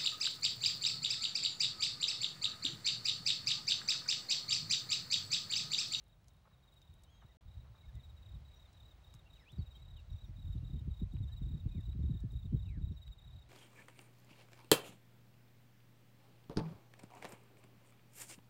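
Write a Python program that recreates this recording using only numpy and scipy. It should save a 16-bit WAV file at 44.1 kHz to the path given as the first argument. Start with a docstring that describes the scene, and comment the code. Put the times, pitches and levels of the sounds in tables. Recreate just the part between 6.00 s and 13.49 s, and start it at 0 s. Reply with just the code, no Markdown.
"""Sand arena at dusk

A far horse scuffs the sand: dull noise puffs. A close cricket chirps and drawls in sagging tones.
Birds call in the trees as gliding sines; a breeze buffets the microphone with shaped noise and
sinking eddy tones. Dry ticks, a thin insect and a far murmur fill in; the sound drops out once, briefly."""
import sys
import numpy as np
from scipy import signal
from scipy.fft import rfft, irfft, next_fast_len
from scipy.io import wavfile
from scipy.ndimage import uniform_filter1d, map_coordinates

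SR = 44100
rng = np.random.default_rng(int(sys.argv[2]) if len(sys.argv) > 2 else 0)


def master_out(mix):
    """Clip the mix to full scale and print it as 16-bit PCM to the path in sys.argv[1]."""
    frames = np.transpose(np.atleast_2d(mix))
    ceiling = np.clip(frames, -1, 1)
    pcm = np.round(ceiling * 32767).astype(np.int16)
    wavfile.write(sys.argv[1], SR, pcm)


def volts_from_decibels(level):
    """Turn decibel levels (scalar or array-like) into linear amplitude factors."""
    exponent = np.asarray(level, float) / 20
    return 10 ** exponent


N = 330292

# brief silence: start_s, end_s
DROPOUT = (1.371, 1.409)


def unit(x):
    """Scales a signal to rms 1."""
    return x / np.sqrt(np.mean(x ** 2) + 1e-20)


def curves(rows):
    """One value per sample for each column after the time."""
    s, *cols = np.transpose(rows)
    return [np.interp(np.arange(N) / SR, s, c) for c in cols]


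def wobble(rate):
    """Smooth random curve, rate knots per second (60 at most)."""
    knots = rng.standard_normal(int(N * 60 / SR))
    return map_coordinates(knots, [np.arange(N) * rate / SR])


def coloured(x, spectrum):
    """Filters x by (hz, gain_db) points on a log-frequency axis."""
    m = next_fast_len(len(x) + 8192)
    hz, db = np.transpose(spectrum)
    bins_hz = np.fft.rfftfreq(m, 1 / SR)
    gain_db = np.interp(np.log(bins_hz + 1), np.log(hz + 1), db)
    return irfft(rfft(x, m) * volts_from_decibels(gain_db), m)[:len(x)]


def noise(spectrum):
    """Coloured noise of rms 1."""
    return unit(coloured(rng.standard_normal(N), spectrum))


def steady(x, span):
    """Evens out the chance swells of a noise over span seconds; rms 1."""
    power = np.abs(uniform_filter1d(x ** 2, round(span * SR)))
    return unit(x / np.sqrt(power + 0.12))


def add(track, s, sound):
    """Mixes a sound into the track at time s."""
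    part = track[max(round(s * SR), 0):][:len(sound)]
    part += sound[:len(part)]


def echoes(x, wet_db, t60):
    """Scattered answers from trees and fence: a decaying noise tail blurs the sound."""
    t = np.arange(SR // 5) / SR
    tail = rng.standard_normal(len(t)) * volts_from_decibels(-60 * t / t60)
    return x + volts_from_decibels(wet_db) * signal.fftconvolve(x, tail / np.linalg.norm(tail))[:N]


def breeze():
    """Turbulence at the microphone: lumpy rumble, faster flutter, eddies of sinking pitch with low swells."""
    # steady part of the breeze: time_s, rumble_db
    calm_rows = [(0.0, -66), (0.9, -66.5), (1.04, -63.5), (1.98, -61.5), (2.06, -56.5), (2.35, -55),
                 (2.75, -63), (2.84, -58), (3.54, -65), (3.71, -54.5), (4.69, -50), (5.32, -44.5),
                 (6.78, -44), (7.11, -60), (7.36, -58), (7.49, -63)]
    # noise colours: hz, density_db (relative, per Hz)
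    rumble_spectrum = [(13, -29.5), (22, -27), (43, -0.5), (67, -0.5), (125, -11), (220, -40.5), (290, -64),
                       (480, -120)]
    flutter_spectrum = [(47, -27.5), (80, 7), (151, 2), (204, -11), (371, -27.5), (418, -31), (600, -41.5),
                        (780, -70), (1320, -120)]
    swell_spectrum = [(13, -41), (22, -22.5), (43, -4.5), (70, 1.5), (125, -9), (220, -34), (290, -65),
                      (480, -120)]
    ruffle_spectrum = [(120, -32), (200, 1.5), (300, 1), (450, -14.5), (700, -35.5), (1200, -120)]
    # passing eddies: time_s, level_db (relative), swell_db
    eddies = [(0.898, -78, -58.5), (1.244, -57, -78), (1.458, -72, -49), (1.567, -61, -45.5),
              (1.68, -80, -53), (1.855, -78, -51), (1.946, -60, -45.5), (2.018, -68, -74),
              (2.327, -60.5, -51), (3.146, -57, -74), (3.528, -52, -78), (3.585, -37, -41),
              (3.77, -58, -82), (3.812, -60, -85), (3.88, -67, -63), (4.109, -70, -41.5), (4.29, -50, -51),
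              (4.386, -49.5, -49), (4.446, -53, -43.5), (4.482, -52, -43), (4.555, -41.5, -40),
              (4.629, -45.5, -45.5), (4.699, -48.5, -66), (4.737, -40.5, -36), (4.812, -46.5, -48),
              (4.876, -40.5, -37.5), (5.018, -35.5, -42.5), (5.137, -40.5, -44), (5.203, -48, -38),
              (5.236, -46.5, -55), (5.417, -42, -38.5), (5.462, -45, -50), (5.508, -47.5, -44.5),
              (5.539, -41, -46.5), (5.66, -38, -40), (5.75, -41.5, -48), (5.781, -41, -57),
              (5.881, -48, -47), (5.95, -44, -51), (5.993, -36, -47), (6.038, -39.5, -36.5),
              (6.098, -37.5, -38), (6.144, -42, -65), (6.241, -38, -40.5), (6.334, -46.5, -40),
              (6.449, -43.5, -44), (6.526, -34, -41), (6.545, -30.5, -48), (6.666, -53, -44.5),
              (6.775, -40.5, -51.5), (6.815, -45.5, -41.5), (6.875, -50, -42.5), (6.912, -42.5, -52),
              (7.069, -70, -47.5), (7.26, -57, -52), (7.339, -68, -50)]
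    swell_lag_s, swell_width_s = 0.023, 0.032
    ruffle_db, ruffle_lag_s, ruffle_width_s = -14.5, 0.008, 0.014  # level relative to the eddy's

    clock = np.arange(0, N, 64) / SR
    t = np.arange(N) / SR
    calm = volts_from_decibels(curves(calm_rows)[0])
    swells = sum(volts_from_decibels(swell_db) * np.exp(-((clock - s - swell_lag_s) / swell_width_s) ** 2)
                 for s, _, swell_db in eddies)
    swells = np.interp(t, clock, swells)
    lumps = wobble(20)
    out = calm * unit(volts_from_decibels(2 * lumps) * steady(noise(rumble_spectrum), span=0.094))
    out += swells * steady(noise(swell_spectrum), span=0.056)

    # flutter swings 1.186 dB per dB of rumble
    flutter = volts_from_decibels(-63.5) * ((calm + swells) / volts_from_decibels(-50)) ** 1.186
    flicker = volts_from_decibels(2 * lumps + 4.8 * wobble(30))
    out += flutter * unit(flicker * steady(noise(flutter_spectrum), span=0.16))

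    # brighter puff round each eddy
    puffs = sum(volts_from_decibels(db + ruffle_db) * np.exp(-((clock - s - ruffle_lag_s) / ruffle_width_s) ** 2)
                for s, db, _ in eddies)
    out += np.interp(t, clock, puffs) * noise(ruffle_spectrum)

    t = np.arange(SR // 10) / SR
    for (s, db, _), (turn, size, drift) in zip(eddies, rng.random((99, 3))):
        fall_hz = 330 * volts_from_decibels(0.14 * (db + 36.5) + 2.1 * (size - 2.0))  # stronger eddies pass faster
        sink_s = 0.00885 + .008 * drift  # time constant of the fall towards 60 Hz
        cycles = fall_hz * sink_s * (1 - np.exp(-t / sink_s)) + 60 * t
        envelope = ((t / sink_s) * np.exp(1 - t / sink_s)) ** 1.82
        add(out, s - .004, volts_from_decibels(db + 3.5) * envelope * np.sin(2 * np.pi * (cycles + turn)))
    return out


def strokes(runs, spacing, length):
    """Evenly spaced wing strokes (s, dB, length s) filling each run; the first is 1 dB softer."""
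    return [(s, db - (s == first), length) for first, last, db in runs
            for s in np.linspace(first, last, round((last - first) / spacing) + 1)]


def cricket():
    """Each wing stroke swells, then sags in pitch as the file slows; wider spaced strokes last longer."""
    # runs of quick strokes: first_s, last_s, level_db (relative)
    chirps = [(.062, .125, -73), (.302, .369, -77), (.842, 1.04, -72.5), (1.147, 1.314, -74),
              (1.477, 1.601, -70), (1.751, 1.81, -69.5), (1.851, 1.884, -69), (2.225, 2.343, -65.5),
              (2.453, 2.65, -67), (2.769, 2.91, -65), (3.039, 3.185, -67), (3.299, 3.39, -65),
              (3.525, 3.558, -67), (3.791, 3.991, -64.5), (4.096, 4.241, -65.5), (4.362, 4.528, -65.5),
              (4.642, 4.785, -66), (4.907, 5.022, -64.5), (5.118, 5.179, -69), (5.455, 5.598, -65),
              (5.684, 5.916, -64.5), (6.025, 6.195, -65.5), (6.301, 6.45, -65.5), (6.563, 6.684, -66),
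              (6.817, 6.913, -66), (7.185, 7.415, -65)]
    # runs of slow long strokes: first_s, last_s, level_db (relative)
    drawls = [(.527, .569, -77), (.622, .81, -70), (1.94, 2.086, -65.5), (2.168, 2.168, -67),
              (3.607, 3.754, -64.5), (5.222, 5.416, -63), (6.966, 7.114, -63)]
    # wing partials: multiple, level_db (relative)
    partials = [(1, 0.5), (2, -19.5), (3, -23.5), (4, -18)]

    out = np.zeros(N)
    rows = strokes(chirps, spacing=.029, length=.0215) + strokes(drawls, spacing=.048, length=.031)
    for (s, db, length), (tune, sag, size, lean) in zip(rows, rng.standard_normal((400, 4))):
        u = np.arange(round(length * SR)) / (length * SR)
        sag_hz = np.clip(220 + 60 * sag, 40, 300)
        hz = 3860 + 18 * tune - sag_hz * u ** 2.2
        phase = 2 * np.pi * np.cumsum(hz) / SR
        tone = sum(volts_from_decibels(level) * np.sin(k * phase + k) for k, level in partials)
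        tone += volts_from_decibels(-31) * np.diff(rng.standard_normal(len(u) + 1))  # rasp of the file
        peak_lean = np.clip(2.12 + 0.79 * lean, .7, 3)  # above 1: peaks late
        envelope = np.abs(np.sin(np.pi * u ** peak_lean)) ** 0.57
        add(out, s - .006, volts_from_decibels(db + 1.0 + 1.48 * size) * envelope * tone)
    near = echoes(out * volts_from_decibels(0.59 * wobble(55)), wet_db=-14.0, t60=0.12)

    # far crickets, 4 dB fainter before the dropout, beating at about 33 strokes per second
    chorus = noise([(3500, -120), (3680, -10.0), (3900, -0.5), (4050, -18.5), (4300, -120)])
    t = np.arange(N) / SR
    far_db = -90 + 2 * wobble(5) - 4 * (t < DROPOUT[0])
    beat = 1 + np.sin(2 * np.pi * (33 * t + 0.37 * wobble(4.7)))
    return near + volts_from_decibels(far_db) * beat * chorus


def birds():
    """Gliding whistles that waver in strength; some calls flutter fast."""
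    # short whistles: start_s, length_s, level_db (relative), start_hz, middle_hz, end_hz
    whistles = [(1.27, 0.063, -82, 1710, 2050, 1720), (1.76, 0.033, -83, 2340, 2440, 2320),
                (4.219, .09, -87, 2500, 2420, 2380), (6.91, 0.048, -88, 5620, 5570, 5540),
                (1.83, 0.022, -76, 2200, 2200, 2130), (1.88, 0.024, -75, 1820, 1730, 1630),
                (1.955, 0.044, -78, 1950, 2040, 1940), (2.555, 0.031, -81, 5800, 5800, 5700),
                (2.675, 0.026, -77, 4050, 3990, 3980), (2.73, 0.028, -77, 4050, 3930, 3800),
                (3.255, 0.026, -72, 2730, 2720, 2840), (3.385, 0.05, -81, 4850, 5380, 4950),
                (3.58, .03, -68.5, 4900, 4410, 4430), (3.743, .03, -70.5, 3210, 3130, 3350),
                (4.115, .025, -85, 5600, 5620, 5700), (4.16, .03, -88, 5770, 5850, 5900),
                (4.25, .05, -84, 5800, 5660, 5670), (4.33, 0.054, -85, 2380, 2410, 2530),
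                (4.572, 0.014, -73, 3490, 3710, 4030), (4.6, 0.052, -86, 2760, 2790, 2820),
                (5.28, 0.068, -79.5, 1656, 1760, 1850), (5.3, 0.085, -90, 4150, 4380, 4450),
                (6.11, 0.19, -84, 1800, 1754, 1730)]
    # falling slides: start_s, length_s, level_db (relative), start_hz, middle_hz, end_hz, flutter_depth (0-1)
    slides = [(3.345, .105, -74.5, 3400, 2220, 1640, 0.35), (3.956, 0.051, -72, 3500, 2910, 2600, .21),
              (5.701, .12, -77, 2520, 2454, 1610, .37), (6.641, 0.15, -73.5, 3060, 2255, 1485, 0.74)]
    # call that steps up, holds and drops: time_s, pitch_hz
    step_call = [(1.05, 2950), (1.094, 3100), (1.109, 3370), (1.14, 3220), (1.2, 3280), (1.24, 2760)]
    # call that curls upward: time_s, pitch_hz
    rise_call = [(3.455, 2270), (3.485, 2630), (3.503, 3500), (3.52, 3630)]

    def glide(s, length, hz):
        """Three evenly spaced pitch points."""
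        return [(s + length * k / 2, hz[k]) for k in range(3)]

    # calls: level_db (relative), flutter_depth, path of (time_s, pitch_hz)
    calls = [(db, 0, glide(s, length, hz)) for s, length, db, *hz in whistles]
    calls += [(db, flutter, glide(s, length, hz)) for s, length, db, *hz, flutter in slides]
    calls += [(-68, 0, rise_call), (-78, 0, step_call)]
    calls += [(-88, 0, [(s, 2 * hz) for s, hz in step_call])]  # its octave
    for s, a, b, c in rng.random((36, 4)):  # faint twitter from distant trees
        start_s = 1.5 + 5.8 * s
        path = [(start_s, 1600 + 1600 * b), (start_s + .03 + .04 * c, 1400 + 1600 * b + 400 * a)]
        calls.append((-90 + 3 * a, .8, path))

    out = np.zeros(N)
    for db, flutter, path in calls:
        s, hz = np.transpose(path)
        t = np.arange(s[0], s[-1], 1 / SR)
        pitch_hz = uniform_filter1d(np.interp(t, s, hz), size=300, mode="nearest")
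        u = (t - s[0]) / (s[-1] - s[0])
        envelope = np.abs(np.sin(np.pi * u ** 1.25)) ** .45
        envelope *= 1 + np.clip(flutter, 0, 1) * np.sin(2 * np.pi * 170 * t)
        add(out, s[0], volts_from_decibels(db + 4.5) * envelope * np.sin(2 * np.pi * np.cumsum(pitch_hz) / SR))
    return echoes(out * volts_from_decibels(1.5 * wobble(40)), wet_db=-11, t60=.13)


def burst(length, spiky):
    """60 ms of grains: rises in an eighth of length, falls 18 dB per length."""
    u = np.arange(round(.06 * SR)) / SR / max(length, .001)
    grains = rng.standard_normal((2, len(u)))
    return grains[0] * volts_from_decibels(spiky * grains[1]) * np.minimum(u * 8, 1) * volts_from_decibels(-18 * u)


def hooves():
    """Each hoof pushes sand aside: a dull noise puff, strongest near one kilohertz."""
    # scuffs: start_s, level_db (relative), decay_s (per 18 dB)
    scuffs = [(0.452, -78.5, 0.027), (0.472, -70, 0.011), (0.513, -78.5, 0.023), (0.643, -83.5, 0.046),
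              (1.217, -72, 0.033), (1.639, -79, 0.079), (1.739, -79.5, 0.079), (3.14, -78.5, 0.011)]
    # sand colour: hz, gain_db
    sand = [(300, 2), (1150, 14.5), (2000, 1.5), (5000, -26)]
    out = np.zeros(N)
    for s, db, decay_s in scuffs:
        add(out, s, volts_from_decibels(db + 11.5) * burst(decay_s, spiky=1.4))
    return coloured(out, [(100, -64)] + sand + [(12000, -53)])


def ticks():
    """Short broad crackles, each with its own colour, over a scatter of fainter ones."""
    # small dry ticks near the microphone: start_s, peak_db, centre_hz, decay_s (per 18 dB)
    near = [(.039, -65.5, 11000, 0.0034), (.08, -70, 10000, 0.0096), (.243, -68, 6000, .005),
            (0.274, -67, 7000, .004), (0.281, -57, 6700, 0.011), (0.335, -70, 12000, 0.003),
            (0.368, -69, 13000, 0.0051), (.722, -71, 11000, 0.0034), (0.739, -68, 11000, 0.0076),
            (0.817, -57, 4470, 0.003), (0.94, -59, 9900, 0.0028), (1.035, -59.5, 7940, 0.0081),
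            (1.102, -70, 9000, 0.0036), (1.953, -61.5, 8950, 0.0052), (2.729, -64.5, 6960, 0.0098),
            (3.139, -54.5, 7000, 0.0068), (3.148, -58.5, 7900, 0.0053), (3.519, -59.5, 9500, 0.0054),
            (5.135, -66, 11000, 0.0059), (5.167, -55.5, 1930, 0.0056), (5.808, -64, 9050, 0.0032),
            (5.931, -60, 2200, .004), (6.203, -63.5, 7000, 0.0094), (6.318, -63, 8100, 0.011),
            (6.705, -68, 4970, .004), (7.079, -53.5, 3050, 0.0029), (7.462, -64.5, 2300, 0.0078)]
    out = np.zeros(N)
    faint = [(s * N / SR, -79 + 6 * size, 7000 + 6000 * tone, .003)
             for s, size, tone in rng.random((60, 3))]
    for s, db, hz, decay_s in near + faint:
        band = [(hz / 8, -40), (hz / 3, -6), (hz, 0), (hz * 1.6, -8), (hz * 4, -40)]
        crackle = coloured(burst(decay_s, spiky=2), band)
        add(out, s, volts_from_decibels(db) * crackle / np.abs(crackle).max())
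    return out


def thin_insect():
    """A very high narrow tone pulsing in phrases."""
    # phrases: start_s, end_s, pulses_per_s, level_db (relative)
    phrases = [(0.06, 1.37, 14.5, -91), (1.426, 3.17, 12, -88), (3.36, 3.8, 11, -94),
               (4.04, 4.5, 10.8, -88), (4.66, 5.04, 8, -91), (5.334, 5.99, 8.3, -85),
               (6.12, 6.62, 8, -84.5), (6.81, 7.12, 8.9, -88)]
    t, level = np.arange(N) / SR, np.full(N, volts_from_decibels(-100))
    for start, end, rate, db in phrases:
        pulses = np.abs(np.sin(np.pi * rate * (t - start))) ** 2.2
        level += volts_from_decibels(db) * ((t > start) & (t < end)) * pulses
    tone = np.sqrt(2) * np.sin(2 * np.pi * np.cumsum(15607 + 12 * wobble(21)) / SR)
    return level * volts_from_decibels(0.8 * wobble(20)) * tone


def air():
    """Far leaves, insects and road: smooth noise murmur and hiss over a low drone."""
    # far countryside: time_s, murmur_db, hiss_db (both relative)
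    level_rows = [(0.0, -79.5, -95.5), (2.56, -74.5, -89), (6.94, -78, -93), (7.49, -75.5, -90)]
    # noise colours: hz, density_db (relative, per Hz)
    murmur_spectrum = [(120, -18.5), (200, 1), (449, -3.5), (624, -0.5), (1310, -6.5), (1770, -9.5),
                       (3300, -11.5), (4290, -16), (7260, -120)]
    hiss_spectrum = [(2470, -31), (4200, 3.5), (6170, -1), (7490, -4.5), (8620, -5.5), (11600, -20.5),
                     (12400, -17.5), (14900, -12), (15300, -4.5)]
    road_spectrum = [(70, -40), (110, -4), (150, 1), (200, -9), (300, -40)]
    murmur_db, hiss_db = curves(level_rows)
    murmur = volts_from_decibels(murmur_db + 2.0 + 0.31 * wobble(7.3)) * noise(murmur_spectrum)
    hiss_colour = [(2500, -37.5), (3400, 1.0)] + hiss_spectrum[1:]
    hiss = volts_from_decibels(hiss_db + 8.0 + 0.98 * wobble(20)) * noise(hiss_colour)
    road = volts_from_decibels(-74.5 + 1.5 * wobble(2.5)) * noise(road_spectrum)
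    return murmur + hiss + road


def scene():
    """All sources on one channel."""
    return (breeze() + cricket() + birds() + hooves() + ticks() + thin_insect() + air())[None]


def roll_off(x):
    """The treble ends steeply here."""
    return signal.sosfilt(signal.butter(12, 15830, fs=SR, output="sos"), x)


def record(dry):
    """Mutes the dropout with 0.84 ms ramps and returns the finished sound."""
    t = np.arange(N) / SR
    outside_s = np.maximum(DROPOUT[0] - t, t - DROPOUT[1])
    gate = np.clip(outside_s / 0.00084, 0, 1)
    return roll_off(dry * gate)


dry = scene()
out = record(dry)
master_out(out)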